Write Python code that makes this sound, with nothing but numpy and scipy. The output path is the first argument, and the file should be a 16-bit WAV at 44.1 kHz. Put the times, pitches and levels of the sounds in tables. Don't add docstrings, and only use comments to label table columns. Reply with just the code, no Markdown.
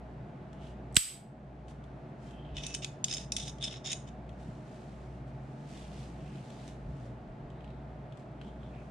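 import sys
import numpy as np
from scipy import signal
from scipy.fft import rfft, irfft, next_fast_len
from scipy.io import wavfile
from scipy.ndimage import uniform_filter1d, minimum_filter1d

SR = 44100
rng = np.random.default_rng(int(sys.argv[2]) if len(sys.argv) > 2 else 0)


def inscribe(sig):
    pcm = np.round(np.clip(np.atleast_2d(sig).T, -1, 1) * 32767)
    wavfile.write(sys.argv[1], SR, pcm.astype(np.int16))


N = 392490
TIME = np.arange(N) / SR
SNAP_S = .9670

# f/Hz, relative level/dB
STEEL_RASP = [(600, -49), (1200, -10.5), (2000, -3), (2600, -0.5), (3600, 1), (4400, -4.5), (5300, 0),
              (7000, -1), (8700, -13.5), (10400, -17.5), (11500, -30), (14000, -26)]
# f/Hz, relative level/dB
BRAID_HISS = [(120, 11.5), (280, 13), (600, 0.5), (1200, 1), (2500, 5.5), (4000, 2.5), (6000, -0.5),
              (7600, -2), (8500, -3), (10500, -13), (14000, -30)]


def gate(level_db=9, slam_db=3.5, crack_db=-16, crack_t60=0.064, clack_growth=0.36):
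    # f/Hz, relative level/dB, t60/s, left over right/dB
    gate_modes = [(1470, -11.5, 0.0062, 2), (1870, -8, 0.0035, 3.5), (2863, 1.5, 0.0032, 1),
                  (3400, -2.5, 0.0058, 1.5), (3800, -1.5, 0.004, 1), (4868, -14, .007, 2),
                  (5170, -13, .008, 1.5), (7993, -2, 0.008, -10), (8700, -14.5, 0.0046, -6),
                  (10200, -20, .004, 5.5), (10900, -16.5, 0.004, 6.5)]
    # t/s, relative level/dB
    grazes = [(.9254, -61), (.9458, -46.5), (0.9565, -31.5), (0.965, -23)]
    # f/Hz, relative level/dB
    colour = [(900, -8.0), (1700, 4), (3200, 3), (6000, 5), (10500, -1.5), (14000, -4.0)]
    # t/s, relative level/dB
    chatter = [(SNAP_S + .0024 * (k + 1) ** 1.2, -16 - 2 * k) for k in range(4)]
    t = TIME[:SR // 10]
    modes = [(-1) ** k * pan(left_db) * from_db(db - 60 * t / t60) * np.sin(2 * np.pi * hz * t)
             for k, (hz, db, t60, left_db) in enumerate(gate_modes)]
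    clack, ring = sum(modes[:5]), sum(modes[5:])
    clacks, rings = np.zeros((2, 2, N))
    for s, db in grazes + [(SNAP_S, slam_db)] + chatter:
        crack = pan(left_db=4) * stereo_noise(colour, size=len(t)) * from_db(-60 * t / crack_t60)
        add(rings, s, from_db(db + level_db) * (ring + from_db(crack_db) * crack))
        add(clacks, s, from_db(db + level_db + clack_growth * db) * clack)
    out = room(clacks, wet_db=-8.5, build_s=0.0043) + room(rings, wet_db=-2.5, build_s=0.007)
    return signal.sosfilt(signal.butter(2, 1300, "high", fs=SR, output="sos"), out + 1e-18)


def jolt(sway_db=-11, sway_hz=36, sway_t60=0.092, sway_delay_s=0.0051):
    # delay/s, f/Hz, level/dB, t60/s
    pushes = [(.0038, 110, 5, .024), (.003, 170, 2, 0.019)]
    out, t = np.zeros((2, N)), TIME[:SR // 4]
    for channel, (delay_s, hz, db, t60) in zip(out, pushes):
        add(channel, SNAP_S + delay_s, from_db(db - 60 * t / t60) * np.sin(2 * np.pi * hz * t))
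    sway = from_db(sway_db - 60 * t / sway_t60) * np.sin(2 * np.pi * sway_hz * t)
    add(out, SNAP_S + sway_delay_s, -pan(left_db=8) * sway)
    return out * [[-1], [1]]


def sleeve(knock_db=-12.5, scrape_db=-3.5, sheen_db=6.5):
    # t/s, relative level/dB, treble/dB, t60/s, favoured f/Hz
    knocks = [(2.567, -36, -12, .019, 3030), (2.582, -38, -9, .019, 3000), (2.6355, -42, -6, 0.047, 3190),
              (2.665, -32, 15, 0.018, 8420), (2.741, -32, 8, 0.015, 5200), (2.747, -26, 3, 0.015, 6340),
              (2.8448, -25.5, -4, .013, 2370), (3.0416, -20, 6.5, 0.016, 4430),
              (3.082, -35, -2.5, 0.017, 2930), (3.1115, -34, -2, .015, 5250),
              (3.1256, -32, 6.5, .019, 5230), (3.1363, -30, 8, 0.028, 6750),
              (3.1445, -31.5, 11, .016, 5100), (3.168, -35, 2, .022, 6720), (3.18, -35.5, 1, 0.022, 5190),
              (3.3202, -23, 6.5, 0.016, 5100), (3.3648, -25, 4.5, 0.027, 3560), (3.398, -40, 3, .05, 3400),
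              (3.478, -38.5, 4, 0.032, 3190), (3.494, -42, 5, 0.017, 5300), (3.583, -53, -4, 0.024, 3200),
              (3.639, -35, 6, 0.052, 5200), (3.728, -41, -1, 0.018, 8500), (3.916, -32.5, 2.5, 0.066, 2610),
              (3.929, -28.5, -5, 0.021, 6800)]
    # start/s, rise/s, length/s, relative level/dB, fade/dB, treble/dB, favoured f/Hz
    strokes = [(2.533, .046, 0.087, -41.5, 7, -16, 3000), (2.593, 0.041, 0.19, -43.5, 6, -5.5, 5900),
               (2.811, 0.018, 0.036, -39.5, 0, -7, 2600), (3.059, 0.05, .2, -39.5, 14, -3, 5030),
               (3.37, 0.011, .14, -43.5, 6.5, -0.5, 3840), (3.593, .04, .1, -36, 7.5, -7, 3680),
               (3.682, 0.028, .11, -43.5, 6.5, -25, 5300), (3.832, 0.022, .089, -40, -4, -8.5, 5370),
               (4.058, .019, 0.04, -57, -4.5, -3, 3000)]
    out, t = np.zeros((2, N)), TIME[:SR // 4]
    for s, db, treble_db, t60, hz in knocks:
        knock = contact(stereo_noise(STEEL_RASP, size=SR // 12), t60, treble_db)
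        add(out, s, from_db(db + knock_db) * steel_ring(knock, hz))
    for s, rise_s, length_s, db, fade_db, treble_db, hz in strokes:
        pressure = thumb_pressure(t, rise_s, length_s, fade_db)
        roughness = stick_slip(per_s=450, spread_db=3.2, size=len(t))
        dull, bright = split_bands(roughness * stereo_noise(STEEL_RASP, size=len(t)))
        scrape = from_db(scrape_db) * pressure * (dull + from_db(treble_db) * bright)
        rattle = from_db(knock_db) * rattles(pressure, treble_db)
        add(out, s, from_db(db) * steel_ring(scrape + rattle, hz))
    left, right = pan(left_db=0.5) * out
    sheen = from_db(sheen_db) * resonate(right, hz=8530, width_hz=370)
    return np.array([left, right + sheen])


def thumb_pressure(t, rise_s, length_s, fade_db, release_s=0.011):
    bearing_on = np.clip(t / rise_s, 0, 1) ** 2
    easing = from_db(-fade_db * np.clip((t - rise_s) / (length_s - rise_s), 0, 1))
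    letting_go = np.clip((length_s - t) / release_s, 0, 1)
    return bearing_on * easing * letting_go


def rattles(pressure, treble_db, per_s=70, relative_db=-4.5, spread_db=4.5, t60=0.015):
    out = np.zeros((2, N))
    for k, (jitter, strength) in enumerate(rng.standard_normal((14, 2))):
        s = (k + .5 + .5 * np.tanh(jitter)) / per_s
        knock = contact(stereo_noise(STEEL_RASP, size=SR // 25), t60, treble_db)
        force = np.interp(s, TIME[:len(pressure)], pressure)
        add(out, s, force * from_db(relative_db + spread_db * strength) * knock)
    return out[:, :len(pressure)]


def steel_ring(drive, favoured_hz, favour_db=1, grip_db=4.5, retune=0.0091, ring_db=0.5, rasp_db=-5.0):
    # f/Hz, width/Hz, relative level/dB
    modes = [(2590, 50, 0), (3000, 70, -1), (3280, 50, -3), (3580, 150, -1), (3710, 150, 2),
             (4640, 160, -10), (5230, 170, .5), (5450, 110, -3), (5750, 45, 0), (5980, 110, -1),
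             (6350, 160, -4), (6720, 110, 0), (7200, 80, -5), (7680, 130, -6), (8600, 300, -4),
             (9200, 260, -3), (9950, 400, 0)]
    drive = drive + from_db(favour_db) * resonate(drive, favoured_hz, width_hz=390)
    grips = rng.standard_normal((len(modes), 2))
    ringing = sum(from_db(db + grip_db * freedom) * resonate(drive, hz * (1 + retune * shift), width)
                  for (hz, width, db), (freedom, shift) in zip(modes, grips))
    return from_db(rasp_db) * drive + from_db(ring_db) * ringing


def cord_rustle(pull_db=6.0, rub_db=3):
    # t/s, relative level/dB
    pull_curve = [(4.33, -80), (4.37, -85), (4.4, -71), (4.62, -77.5), (4.73, -70.5), (5.18, -80),
                  (5.24, -95), (5.28, -74), (5.32, -84.5), (5.665, -72.5), (5.7, -64.5), (5.78, -62.5),
                  (5.9, -69.5), (5.99, -63), (6.06, -66), (6.14, -73.5), (6.69, -66), (6.8, -83.5),
                  (7.06, -72), (7.2, -103)]
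    # centre/s, relative level/dB, half length/s
    rubs = [(.66, -67.5, 0.042), (1.7, -63, 0.015), (2.27, -68.5, 0.05), (8.2, -72, 0.023),
            (8.46, -75, 0.028), (8.8, -76, 0.18)]
    times, levels = np.transpose(pull_curve)
    pulling = from_db(pull_db + np.interp(TIME, times, levels, left=-np.inf, right=-np.inf))
    rubbing = from_db(rub_db) * sum(from_db(db) * swell(s, half_s) for s, db, half_s in rubs)
    fibres = stick_slip(per_s=350, spread_db=2.1)
    return (pulling + rubbing) * fibres * stereo_noise(BRAID_HISS)


def cord_creaks():
    # centre/s, level/dB, half length/s, f/Hz, width/Hz
    creaks = [(.652, -64, .043, 3030, 1100), (2.35, -68, .04, 2720, 160), (2.38, -67, .07, 3130, 300),
              (2.5, -67, .06, 2900, 1100), (5.837, -69, .1, 3100, 1600), (6.3, -69.5, .14, 2600, 1200),
              (6.583, -69, .1, 3500, 1500), (7.68, -76, .1, 3750, 600), (8.46, -68.5, .038, 3300, 700),
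              (8.65, -72, .04, 3400, 600), (8.77, -64, .035, 2450, 450)]
    jerks = stick_slip(per_s=200, spread_db=3.6) * stereo_noise(BRAID_HISS)
    return sum(from_db(db) * swell(s, half_s) * rms_one(band(jerks, hz, width))
               for s, db, half_s, hz, width in creaks)


def cord_ticks(level_db=-13.0, t60=0.024):
    # t/s, relative level/dB, treble/dB
    ticks = [(0.529, -51, 1.5), (1.6811, -52, 6), (1.8387, -54, 4), (2.3084, -52.5, 6), (4.291, -49, -1),
             (6.355, -50, -2), (6.5018, -46, 0), (6.677, -46, 9), (7.5012, -54, -5), (7.6065, -50, -10),
             (7.643, -49, -10), (7.6764, -52, -11.5), (7.703, -52, -10), (8.1225, -50.5, -4),
             (8.172, -51.5, 2), (8.413, -42.5, -9), (8.48, -56.5, 1), (8.631, -52.5, -11.5),
             (8.7483, -53, -14.5)]
    # f/Hz, relative level/dB
    colour = [(1000, 1), (2200, -5), (3200, 1.5), (4000, -4), (4800, -12.5), (8000, -11), (11000, -28),
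              (14000, -44)]
    out = np.zeros((2, N))
    for s, db, treble_db in ticks:
        tick = contact(stereo_noise(colour, size=SR // 20), t60, treble_db)
        add(out, s, from_db(db + level_db) * tick)
    return out


def hand_bumps(width_share=0.33):
    # centre/s, level/dB, half length/s, f/Hz
    bumps = [(2.552, -41, 0.038, 57), (3.402, -48, 0.057, 131.4), (4.48, -39, 0.021, 141),
             (6.215, -47, .12, 142.6), (6.894, -43.5, 0.043, 133.6), (6.896, -40, 0.049, 57.3),
             (7.312, -50, .031, 35.95), (7.458, -54, 0.03, 36)]
    noise, out = rng.standard_normal(N), 0
    for s, db, half_s, hz in bumps:
        shape = swell(s, half_s)
        rumble = shape * band(noise, hz, hz * width_share)
        out = out + from_db(db) * rms_one(rumble) * np.sqrt(np.mean(shape ** 2))
    return out


def ventilation(air_db=-49.5):
    # f/Hz, relative level/dB
    colour = [(20, -16), (45, -18), (80, -9), (100, -8), (135, 2.5), (220, -1), (330, -6), (500, -9),
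              (680, -9.5), (860, -14.5), (980, -15.5), (1400, -19), (2000, -24.5), (5000, -41.5),
              (9000, -49.5), (13000, -66.5)]
    # f/Hz, width/Hz, rms level/dB
    drones = [(119.1, 7.5, -55), (132.8, 4.2, -54.5), (143.2, 14, -54), (203.9, 42, -56.5),
              (294.5, 8.8, -64.5), (368.8, 15, -63.5), (513, 15, -80.5), (632, 91, -60), (689, 9.8, -68),
              (743.8, 23, -66), (856.2, 49, -66)]
    rumble = (62.73, 84, -62)
    out = from_db(air_db) * stereo_noise(colour)
    for hz, width, db in drones + [rumble]:
        out = out + from_db(db) * rms_one(band(rng.standard_normal(N), hz, width))
    return out


def hum(crest_s=.81):
    # f/Hz, rms level/dB
    tones = [(58.83, -53.5), (59.98, -56.5)]
    return sum(np.sqrt(2) * from_db(db) * np.cos(2 * np.pi * hz * (TIME - crest_s)) for hz, db in tones)


def room(x, wet_db, build_s=0.0021, dull_t60=.33, bright_t60=.26):
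    # f/Hz, relative level/dB
    colour = [(150, -7.0), (1000, -6.5), (1800, -4.5), (3400, -5), (5000, -2), (8000, 1.0),
              (10700, 3.5), (14000, 2)]
    t = TIME[:SR // 2]
    dull, bright = split_bands(stereo_noise(colour, size=len(t)))
    tail = dull * from_db(-60 * t / dull_t60) + bright * from_db(-60 * t / bright_t60)
    build_up = 1 - np.exp(-(t / build_s) ** 2)
    tail = rms_one(tail * build_up) / np.sqrt(len(t))
    return x + from_db(wet_db) * signal.oaconvolve(x.mean(axis=0)[None], tail, axes=1)[:, :N]


def contact(noise, t60, treble_db, rise_s=0.001, edge_hz=4400):
    t = TIME[:noise.shape[1]]
    dull = signal.sosfiltfilt(signal.butter(3, edge_hz, fs=SR, output="sos"), noise)
    chatter = dull + (noise - dull) * from_db(treble_db)
    envelope = (1 - np.exp(-(t / rise_s) ** 2)) * from_db(-60 * t / t60)
    return rms_one(chatter * envelope) * np.sqrt(t60 / t[-1])


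def stick_slip(per_s, spread_db, size=N):
    steps = rng.standard_normal(size)
    wander = np.interp(TIME[:size] * per_s, np.arange(size), steps)
    return rms_one(from_db(spread_db * np.clip(wander, -2, 2)))


def stereo_noise(colour, size=N):
    # f/Hz, correlation
    likeness = [(60, 0.47), (130, 0.99), (280, 0.93), (620, 0.55), (1350, 0), (2950, 0.72), (6400, 0.24),
                (14000, 0.0076)]
    padded = next_fast_len(size, True)
    hz = np.maximum(np.fft.rfftfreq(padded, 1 / SR), 1)
    mid, side = rfft(rng.standard_normal((2, padded)))
    alike = np.clip(at_hz(likeness, hz), -1, 1)
    both = np.sqrt(1 + alike) * mid + np.sqrt(1 - alike) * side * [[1], [-1]]
    return rms_one(irfft(both * from_db(at_hz(colour, hz)), padded)[:, :size])


def resonate(x, hz, width_hz):
    r = np.exp(-np.pi * width_hz / SR)
    feedback = [1, -2 * r * np.cos(2 * np.pi * hz / SR), r * r]
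    return signal.lfilter(np.array([1, 0, -1]) * (1 - r * r) / 2, feedback, x + 1e-18)


def band(x, hz, width_hz):
    return resonate(resonate(x, hz, width_hz), hz, width_hz)


def split_bands(x, edge_hz=3300):
    dull = signal.sosfilt(signal.butter(1, edge_hz, fs=SR, output="sos"), x)
    return dull, x - dull


def swell(s, half_s):
    out = np.zeros(N)
    near = slice(*np.searchsorted(TIME, [s - 10 * half_s, s + 10 * half_s]))
    out[near] = np.exp(-.5 * ((TIME[near] - s) / half_s) ** 2)
    return out


def from_db(db):
    return 10 ** (np.asarray(db) / 20)


def rms_one(x):
    return x / np.sqrt(np.mean(x ** 2) + 1e-20)


def at_hz(points, hz):
    freqs, values = np.transpose(points)
    return np.interp(np.log(hz), np.log(freqs), values)


def pan(left_db):
    return from_db(np.array([[left_db], [-left_db]]) / 2)


def add(out, s, sound):
    at = int(round(s * SR))
    out[..., at:at + sound.shape[-1]] += sound[..., :N - at]


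def release(over_db, db_per_s):
    return np.maximum.accumulate(over_db + db_per_s * TIME) - db_per_s * TIME


def scene(lean_db=-15):
    hardware = gate() + room(sleeve(), wet_db=-6.0)
    cord = room(cord_rustle() + cord_creaks() + cord_ticks(), wet_db=-1.0)
    near = hardware + cord
    lean = from_db(lean_db) * resonate(near, hz=7200, width_hz=5100) * [[-1], [1]]
    return near + lean + jolt() + hand_bumps() + ventilation() + hum()


def record(dry, threshold_db=-4.0, slow_share=0.31, attack_s=0.0032, cutoff_hz=13900):
    peak_db = 20 * np.log10(np.abs(dry).max(axis=0) + 1e-9)
    over_db = np.maximum(peak_db - threshold_db, 0)
    duck_db = np.maximum(release(over_db, db_per_s=99), release(slow_share * over_db, db_per_s=7.0))
    r = np.exp(-1 / (attack_s * SR))
    levelled = dry * from_db(-signal.lfilter([1 - r], [1, -r], duck_db))
    headroom = 1 / np.maximum(np.abs(levelled).max(axis=0), 1)
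    limited = levelled * uniform_filter1d(minimum_filter1d(headroom, size=32), size=32)
    return signal.sosfilt(signal.ellip(12, .1, 100, cutoff_hz, fs=SR, output="sos"), limited)


dry = scene()
out = record(dry)
inscribe(out)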